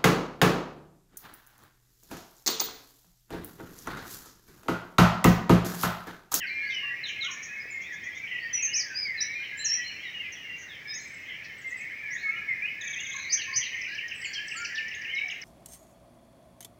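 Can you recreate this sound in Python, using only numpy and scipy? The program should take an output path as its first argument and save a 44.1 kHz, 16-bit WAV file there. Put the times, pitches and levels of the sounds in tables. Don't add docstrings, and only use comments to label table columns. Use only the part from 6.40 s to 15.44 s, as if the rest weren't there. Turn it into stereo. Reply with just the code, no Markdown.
import sys
import numpy as np
from scipy import signal
from scipy.fft import rfft, irfft
from scipy.io import wavfile
from scipy.ndimage import uniform_filter1d

SR = 44100
rng = np.random.default_rng(int(sys.argv[2]) if len(sys.argv) > 2 else 0)


def output_pcm(signal):
    pcm = np.clip(np.atleast_2d(signal).T, -1, 1) * 32767
    wavfile.write(sys.argv[1], SR, np.round(pcm).astype(np.int16))


N = 398663
TIME = np.arange(N) / SR

# level of the separate echoes
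# in dB against the direct sound, their 60 dB decay time in seconds, then the same two for the deep tail.
CLOSE = (-5.5, .24, -15.5, .85)
MIDWAY = (-3.5, .3, -10.5, .9)
FAR = (0.5, .35, -4, 1.1)
# time in seconds, level in dB before the layer's gain.
WHISTLER_SWELL = [(0.1, -37.5), (0.37, -41), (0.75, -38.5), (0.89, -42.5), (2.66, -43), (2.86, -40),
                  (3.11, -40), (3.61, -44), (3.98, -47), (4.98, -44), (5.08, -43), (5.3, -51),
                  (5.43, -40.5), (5.8, -40.5), (7.52, -37), (7.67, -44.5), (8.66, -39.5), (9.04, -46)]


def from_db(db):
    return 10 ** (np.asarray(db) / 20)


def rms_one(x):
    return x / np.sqrt(np.mean(x ** 2) + 1e-20)


def add(track, s, sound):
    i = int(round(s * SR))
    lo, hi = max(i, 0), min(i + len(sound), N)
    if hi > lo:
        track[lo:hi] += sound[lo - i:hi - i]


def wander(rate):
    knots = rng.standard_normal(N // 20)
    return np.interp(TIME * rate, np.arange(len(knots)), knots)


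def coloured_noise(spectrum):
    hz, db = np.transpose(spectrum)
    bins = np.maximum(np.arange(N // 2 + 1) * SR / N, 1)
    weights = from_db(np.interp(np.log(bins), np.log(hz), db))
    return rms_one(irfft(rfft(rng.standard_normal(N)) * weights, N))


def whistle(length, first, middle, last, edge=0.083, bend=0):
    u = np.linspace(0, 1, max(int(length * SR), 8))
    hz = first * (1 - u) * (1 - 2 * u) + 4 * middle * u * (1 - u) + last * u * (2 * u - 1)
    hz = hz * (1 + np.resize(bend, len(u)))
    nearest_end = np.minimum(u, 1 - u)
    swell = np.sin(np.pi / 2 * np.minimum(nearest_end / max(edge, .01), 1))
    return rms_one(swell * np.sin(2 * np.pi * np.cumsum(hz) / SR))


def sing(notes, bend, edge):
    out = np.zeros(N)
    for s, length, first, middle, last, db in notes:
        note = whistle(length, first, middle, last, edge, bend[int(max(s, 0) * SR):])
        add(out, s, from_db(db) * note)
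    return out


def woodland(x, early_db, early_t60, late_db, late_t60, echoes_per_s=900):
    t = TIME[:SR * 3 // 2]
    early, late = rng.standard_normal((2, len(t)))
    early = early * (rng.random(len(t)) < echoes_per_s / SR)
    early = early * from_db(-60 * t / early_t60) * (1 - np.exp(-t / 0.0075))
    late = late * from_db(-60 * t / late_t60) * (1 - np.exp(-t / 0.0095))
    echoes = from_db(early_db) * early / np.linalg.norm(early)
    echoes = echoes + from_db(late_db) * late / np.linalg.norm(late)
    echoes[int(.0065 * SR)] += from_db(-10)
    return x + signal.fftconvolve(x, echoes)[:N]


def slur(s, length, first, last, db):
    return s, length, first, first + .72 * (last - first), last, db


def faint_slurs(length_s=.09, glide=0.099, count=30):
    # pitch in Hz, level in dB against the far whistlers.
    register = [(1650, -4), (2100, -2), (2400, -9), (2700, -16)]
    hz, db = np.transpose(register)
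    notes = []
    for k, (when, height, slope, long) in enumerate(rng.random((count, 4))):
        s = (k + when) / count * N / SR
        pitch = hz[0] * (hz[-1] / hz[0]) ** height
        step = np.exp(glide * (2 * slope - 1))
        level_db = np.interp(s, *np.transpose(WHISTLER_SWELL)) + np.interp(pitch, hz, db)
        notes.append(slur(s, length_s * (.5 + long), pitch * step, pitch / step, level_db))
    return notes


def thrushes(midway_db=-0.5, far_db=2.0, unsteady=0.0059, far_below_db=-45):
    # start in seconds, length in seconds,
    # first pitch in Hz, last pitch in Hz, level in dB before the layer's gain.
    clear_notes = [(0, 0.054, 3300, 2385, -38), (0, 0.063, 2043, 1513, -41.5),
                   (0.064, 0.042, 4850, 3980, -51.5), (0.091, 0.14, 2335, 2392, -36.5),
                   (0.172, 0.18, 2283, 2080, -37.5), (0.208, 0.096, 3950, 4640, -56.5),
                   (0.314, 0.19, 3143, 2740, -37.5), (0.426, 0.031, 1080, 1160, -55),
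                   (0.491, 0.051, 1984, 1905, -35.5), (0.752, 0.13, 2110, 2188, -41),
                   (0.831, 0.055, 1255, 1515, -51), (0.878, 0.027, 1264, 1023, -51.5),
                   (1.075, 0.11, 2450, 2560, -49), (1.288, 0.15, 2280, 2073, -41.5),
                   (1.505, 0.052, 2017, 1650, -41.5), (1.829, 0.041, 2432, 2208, -35.5),
                   (1.904, 0.087, 2095, 1902, -37), (1.996, 0.073, 4320, 4720, -59.5),
                   (2.174, 0.093, 2800, 2427, -39), (2.266, 0.08, 2574, 2960, -41.5),
                   (2.333, 0.08, 2750, 2238, -40), (2.432, 0.12, 1790, 1514, -51),
                   (2.645, 0.081, 2373, 2020, -34), (2.822, 0.12, 2144, 2294, -40.5),
                   (2.948, 0.061, 2396, 2405, -33), (3.368, 0.069, 1964, 1930, -37.5),
                   (3.621, 0.073, 2300, 1860, -42), (3.641, 0.049, 3950, 3700, -57.5),
                   (3.738, 0.084, 2940, 2793, -39), (3.828, 0.06, 2700, 2335, -41.5),
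                   (3.951, 0.05, 3510, 2880, -54), (4.016, 0.15, 2837, 2760, -48),
                   (4.279, 0.1, 4000, 2970, -55.5), (4.456, 0.083, 1670, 1775, -50.5),
                   (4.473, 0.076, 3470, 3810, -58), (4.596, 0.015, 4500, 4040, -56.5),
                   (5.24, 0.053, 2114, 2096, -37.5), (5.307, 0.067, 1893, 2060, -39),
                   (5.633, 0.071, 2453, 2185, -38.5), (5.699, 0.075, 2134, 1866, -37.5),
                   (5.748, 0.095, 3100, 4460, -57.5), (5.829, 0.085, 2247, 2166, -30.5),
                   (5.96, 0.021, 2930, 2895, -43), (5.846, 0.14, 1220, 1377, -55.5),
                   (6.073, 0.067, 2266, 2042, -30.5), (6.215, 0.057, 2234, 2563, -32),
                   (6.247, 0.048, 2660, 2960, -42.5), (6.44, 0.14, 2390, 2220, -41.5),
                   (6.561, 0.074, 2410, 2934, -43), (6.659, 0.12, 2270, 2064, -43.5),
                   (6.741, 0.02, 1194, 1024, -52), (7.074, 0.048, 1084, 1061, -53.5),
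                   (7.358, 0.1, 2080, 2000, -43), (7.625, 0.045, 1910, 1870, -40),
                   (7.948, 0.045, 3360, 3050, -37.5), (8.145, 0.1, 1275, 1430, -44.5),
                   (8.336, 0.074, 1740, 1796, -33), (8.676, 0.054, 2720, 3094, -40.5),
                   (8.719, 0.14, 2078, 2266, -32.3), (8.757, 0.028, 4120, 3720, -50.5)]
    bend = unsteady * wander(150)
    notes = [slur(*note) for note in clear_notes] + faint_slurs()
    midway = sing([note for note in notes if note[-1] > far_below_db], bend, edge=.2)
    far = sing([note for note in notes if note[-1] <= far_below_db], bend, edge=.25)
    return from_db(midway_db) * woodland(midway, *MIDWAY) + from_db(far_db) * woodland(far, *FAR)


def flock(centre_hz, spread, glide, length, count, uneven_db=2.5):
    out = np.zeros(N)
    starts = (np.arange(count) + rng.random(count)) / count * (N / SR + length) - length
    for s, (pitch, a, b, long, force) in zip(starts, rng.uniform(-2, 2, (count, 5))):
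        arc = centre_hz * np.exp(spread * pitch + glide * np.array([a, 0, b]))
        note = whistle(length * np.exp(.35 * long), *arc, edge=.3)
        add(out, s, from_db(uneven_db * force) * note)
    band_hz = centre_hz * np.exp(1.25 * spread * np.array([-1, 1]))
    register = signal.butter(2, band_hz, "band", fs=SR, output="sos")
    wash = signal.sosfilt(register, woodland(out, *FAR))
    return wash / np.sqrt(uniform_filter1d(wash ** 2, SR // 8) + 1e-12)


def far_chorus(whistlers_db=0.5, middle_db=-1.5, twitterers_db=-67.0):
    # time in seconds, level in dB before the layer's gain.
    middle_curve = [(0.1, -52.5), (0.35, -50), (0.55, -62), (0.72, -40), (1.27, -73), (1.84, -58),
                    (2.16, -45.5), (2.61, -60), (3.09, -51), (3.36, -41.5), (4.03, -48.5), (4.53, -73),
                    (4.86, -52.5), (6.25, -63), (6.42, -58), (6.82, -57.5), (7.32, -44), (9.04, -51)]
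    low_swell = np.interp(TIME, *np.transpose(WHISTLER_SWELL))
    middle_swell = np.interp(TIME, *np.transpose(middle_curve))
    whistlers = flock(centre_hz=2057, spread=.125, glide=.09, length=.062, count=600)
    middle = flock(centre_hz=2817, spread=.09, glide=0.0906, length=.045, count=560)
    twitterers = flock(centre_hz=5510, spread=0.1, glide=0.072, length=0.051, count=600)
    whistlers = from_db(low_swell + whistlers_db) * whistlers
    middle = from_db(middle_swell + middle_db) * middle
    return whistlers + middle + from_db(twitterers_db) * twitterers


def thin_tone():
    hz = 5290 + 30 * wander(150)
    return from_db(-68 + 3 * wander(6)) * np.sin(2 * np.pi * np.cumsum(hz) / SR)


def far_rumble_and_air(level_db=-54.5):
    # frequency in Hz, relative density in dB per Hz.
    spectrum = [(20, -22), (35, -14), (60, -7), (90, -0.5), (130, -1), (250, -4.5), (500, -8), (1000, -13),
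                (2000, -6.5), (5000, -19), (7500, -27.5), (9000, -41), (16000, -35)]
    return from_db(level_db) * coloured_noise(spectrum)


def repeat(motif, renditions):
    return [(s + delay, length, first, middle, last, db + relative_db, depth)
            for s, db in renditions for delay, length, first, middle, last, relative_db, depth in motif]


def buzzers(level_db=0.0, warble_hz=170, uneven=0.22, flutter_db=4.5, close_above_db=-36):
    # start in seconds, length in seconds, first, middle and last pitch in Hz,
    # level in dB before flutter and gain, warble depth as a share of the pitch.
    lone_notes = [(0.3, 0.028, 3660, 3610, 3430, -44, 0.07), (0.285, 0.086, 5860, 5620, 5450, -54.5, 0.087),
                  (1.197, 0.034, 4960, 5050, 5030, -51, 0.026),
                  (1.862, 0.17, 2920, 2750, 2440, -44.5, 0.094),
                  (2.846, 0.35, 3830, 3980, 4070, -60, 0.075), (4.16, 0.096, 6280, 6260, 6000, -57, 0.062),
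                  (3.02, 0.052, 2720, 3066, 2660, -47, 0.055),
                  (4.866, 0.11, 3200, 3050, 2730, -50.5, 0.065),
                  (5.031, 0.044, 5040, 4900, 4150, -58.5, 0.17),
                  (6.709, 0.19, 3750, 4016, 3980, -50.5, 0.047),
                  (7.48, 0.09, 4380, 4500, 4600, -50.5, 0.13), (8.352, 0.034, 4810, 4160, 3500, -43, 0.23)]
    # delay from the main syllable in seconds, length in seconds,
    # first, middle and last pitch in Hz, relative level in dB, warble depth as a share of the pitch.
    chirp = [(0, 0.035, 4210, 3850, 3440, 0, 0.0095), (.034, .045, 3460, 3100, 2730, -5, .04)]
    rasp = [(0, 0.053, 6020, 6130, 6200, 0.0076, 0.093)]
    whip = [(-.03, .056, 4500, 4990, 5950, -13.5, 0.052), (0, 0.0365, 5950, 6146, 5920, -0.5, 0.041),
            (.051, .058, 3360, 2950, 2730, -16, 0.063), (.075, .045, 4280, 4140, 3870, -24, 0.086)]
    tsip = [(-.036, 0.035, 8000, 7800, 7770, -6.5, 0.022), (0, .016, 7640, 6630, 6000, -5, .01)]
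    tseeu = [(-.105, .118, 7980, 7900, 7970, -13.5, .028), (0, 0.037, 7740, 7100, 6600, -1.5, 0.013),
             (0, .06, 4520, 4540, 4540, -3, .042), (.09, .022, 5500, 5100, 4410, 4.5, 0.14)]
    tick = [(0, .01, 2660, 3180, 4160, 0, 0.011), (.011, 0.0071, 6250, 6480, 6500, -1, .01)]
    # time in seconds, level in dB before flutter and gain.
    chirp_times = [(0.634, -37), (0.806, -35)]
    rasp_times = [(0.66, -53.5), (0.818, -51.5), (0.9, -45.5), (1.016, -49.5), (1.405, -58), (1.515, -57.5),
                  (1.63, -55.5), (1.743, -56)]
    whip_times = [(6.921, -23.5), (7.157, -24.5)]
    tsip_times = [(5.214, -59), (5.302, -52.5), (5.404, -52)]
    tseeu_times = [(7.84, -44), (8.156, -45.5)]
    tick_times = [(8.537, -43.5), (8.898, -45.5)]
    motifs = (repeat(chirp, chirp_times) + repeat(rasp, rasp_times) + repeat(whip, whip_times)
              + repeat(tsip, tsip_times) + repeat(tseeu, tseeu_times) + repeat(tick, tick_times))

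    rate_hz = warble_hz * (1 + uneven * wander(150))
    warble = np.sin(2 * np.pi * np.cumsum(rate_hz) / SR)
    close, further = np.zeros((2, N))
    for s, length, first, middle, last, db, depth in lone_notes + motifs:
        note = whistle(length, first, middle, last, .3, depth * warble[int(s * SR):])
        add(close if db > close_above_db else further, s, from_db(db) * note)
    further = further * from_db(flutter_db * wander(120))
    return from_db(level_db) * (woodland(close, *CLOSE) + woodland(further, *MIDWAY))


def clicks(t60=0.014):
    # time in seconds, ringing frequency in Hz, starting level in dB.
    touches = [(1.001, 900, -51), (1.255, 480, -39), (1.949, 7000, -55), (5.361, 950, -50)]
    out, t = np.zeros(N), TIME[:SR // 20]
    for s, hz, db in touches:
        add(out, s, from_db(db - 60 * t / t60) * np.sin(2 * np.pi * hz * t))
    return out


def near_birds(close_db=-0.5, further_db=0.0, unsteady=0.013, close_above_db=-37):
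    # start in seconds, length in seconds,
    # first, middle and last pitch in Hz, level in dB before the layer's gain.
    syllables = [(1.303, 0.035, 7400, 7020, 6860, -52.5), (2.129, 0.049, 6060, 5863, 5810, -28),
                 (2.22, 0.052, 6530, 6350, 6000, -27), (2.33, 0.053, 4750, 5800, 6750, -28.5),
                 (2.363, 0.062, 6640, 5520, 4190, -30.5), (2.54, 0.125, 4584, 5026, 4426, -33.5),
                 (2.77, 0.064, 4230, 3935, 3840, -40), (2.802, 0.033, 4490, 5720, 5420, -28.5),
                 (3.17, 0.053, 7330, 7310, 7740, -45), (3.185, 0.092, 4010, 4090, 4170, -41.5),
                 (3.242, 0.044, 7260, 5780, 5850, -27.5), (3.28, 0.093, 5400, 5580, 5990, -28.5),
                 (3.435, 0.087, 4020, 4210, 4240, -44.5), (3.92, 0.025, 6560, 5870, 5630, -46.5),
                 (4.471, 0.099, 5250, 5110, 5550, -43), (4.53, 0.062, 5250, 6690, 5400, -42),
                 (5.699, 0.067, 5220, 6220, 7080, -49.5)]
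    bend = unsteady * wander(400)
    close = sing([note for note in syllables if note[-1] > close_above_db], bend, edge=.35)
    further = sing([note for note in syllables if note[-1] <= close_above_db], bend, edge=.3)
    return from_db(close_db) * woodland(close, *CLOSE) + from_db(further_db) * woodland(further, *MIDWAY)


def trillers(level_db=0.0, vary=0.016, vary_db=2.13):
    # start in seconds, end in seconds, period in seconds, note length in seconds,
    # first pitch in Hz, last pitch in Hz, mean level in dB before the layer's gain.
    trills = [(1.413, 1.8, 0.1, 0.077, 3120, 3750, -57), (4.612, 4.76, 0.062, 0.016, 8200, 7260, -59.5),
              (6.408, 6.74, 0.06, 0.023, 3810, 3080, -44.5), (6.411, 6.85, 0.0318, 0.012, 6690, 5850, -43),
              (7.413, 9.1, 0.1335, 0.0113, 6400, 4660, -45.5),
              (7.444, 9.0, 0.1335, 0.019, 3150, 2200, -38.5)]
    out = np.zeros(N)
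    bend = .018 * wander(350)
    for start, end, period, length, first, last, db in trills:
        for s, (pitch, force) in zip(np.arange(start, end, period), rng.standard_normal((20, 2))):
            arc = np.array([first, np.sqrt(first * last), last]) * (1 + vary * pitch)
            note = whistle(length, *arc, edge=0.26, bend=bend[int(s * SR):])
            add(out, s, from_db(db + vary_db * force) * note)
    return from_db(level_db) * woodland(out, *MIDWAY)


def microphone_bump():
    bump = np.zeros(N)
    add(bump, 7.15, from_db(-53) * whistle(0.054, 90, 127, 120, edge=.4))
    return bump


def far_hoot():
    hoot = np.zeros(N)
    add(hoot, 8.84, from_db(-57.5) * whistle(0.054, 750, 733, 646))
    return woodland(hoot, *FAR)


def scene():
    birds = thrushes() + far_chorus() + buzzers() + near_birds() + trillers()
    small_sounds = thin_tone() + clicks() + microphone_bump() + far_hoot()
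    mono = birds + small_sounds + far_rumble_and_air()
    return np.array([mono, mono])


def record(dry, hiss_db=-67, cutoff_hz=15800):
    # frequency in Hz, relative density in dB per Hz.
    hiss_spectrum = [(20, -19.5), (13800, -11.5), (14600, -4.5), (15400, 1), (16000, -5)]
    hissy = dry + from_db(hiss_db) * coloured_noise(hiss_spectrum)
    lowpass = signal.ellip(12, .1, 80, cutoff_hz, fs=SR, output="sos")
    return signal.sosfilt(lowpass, hissy)


dry = scene()
out = record(dry)
output_pcm(out)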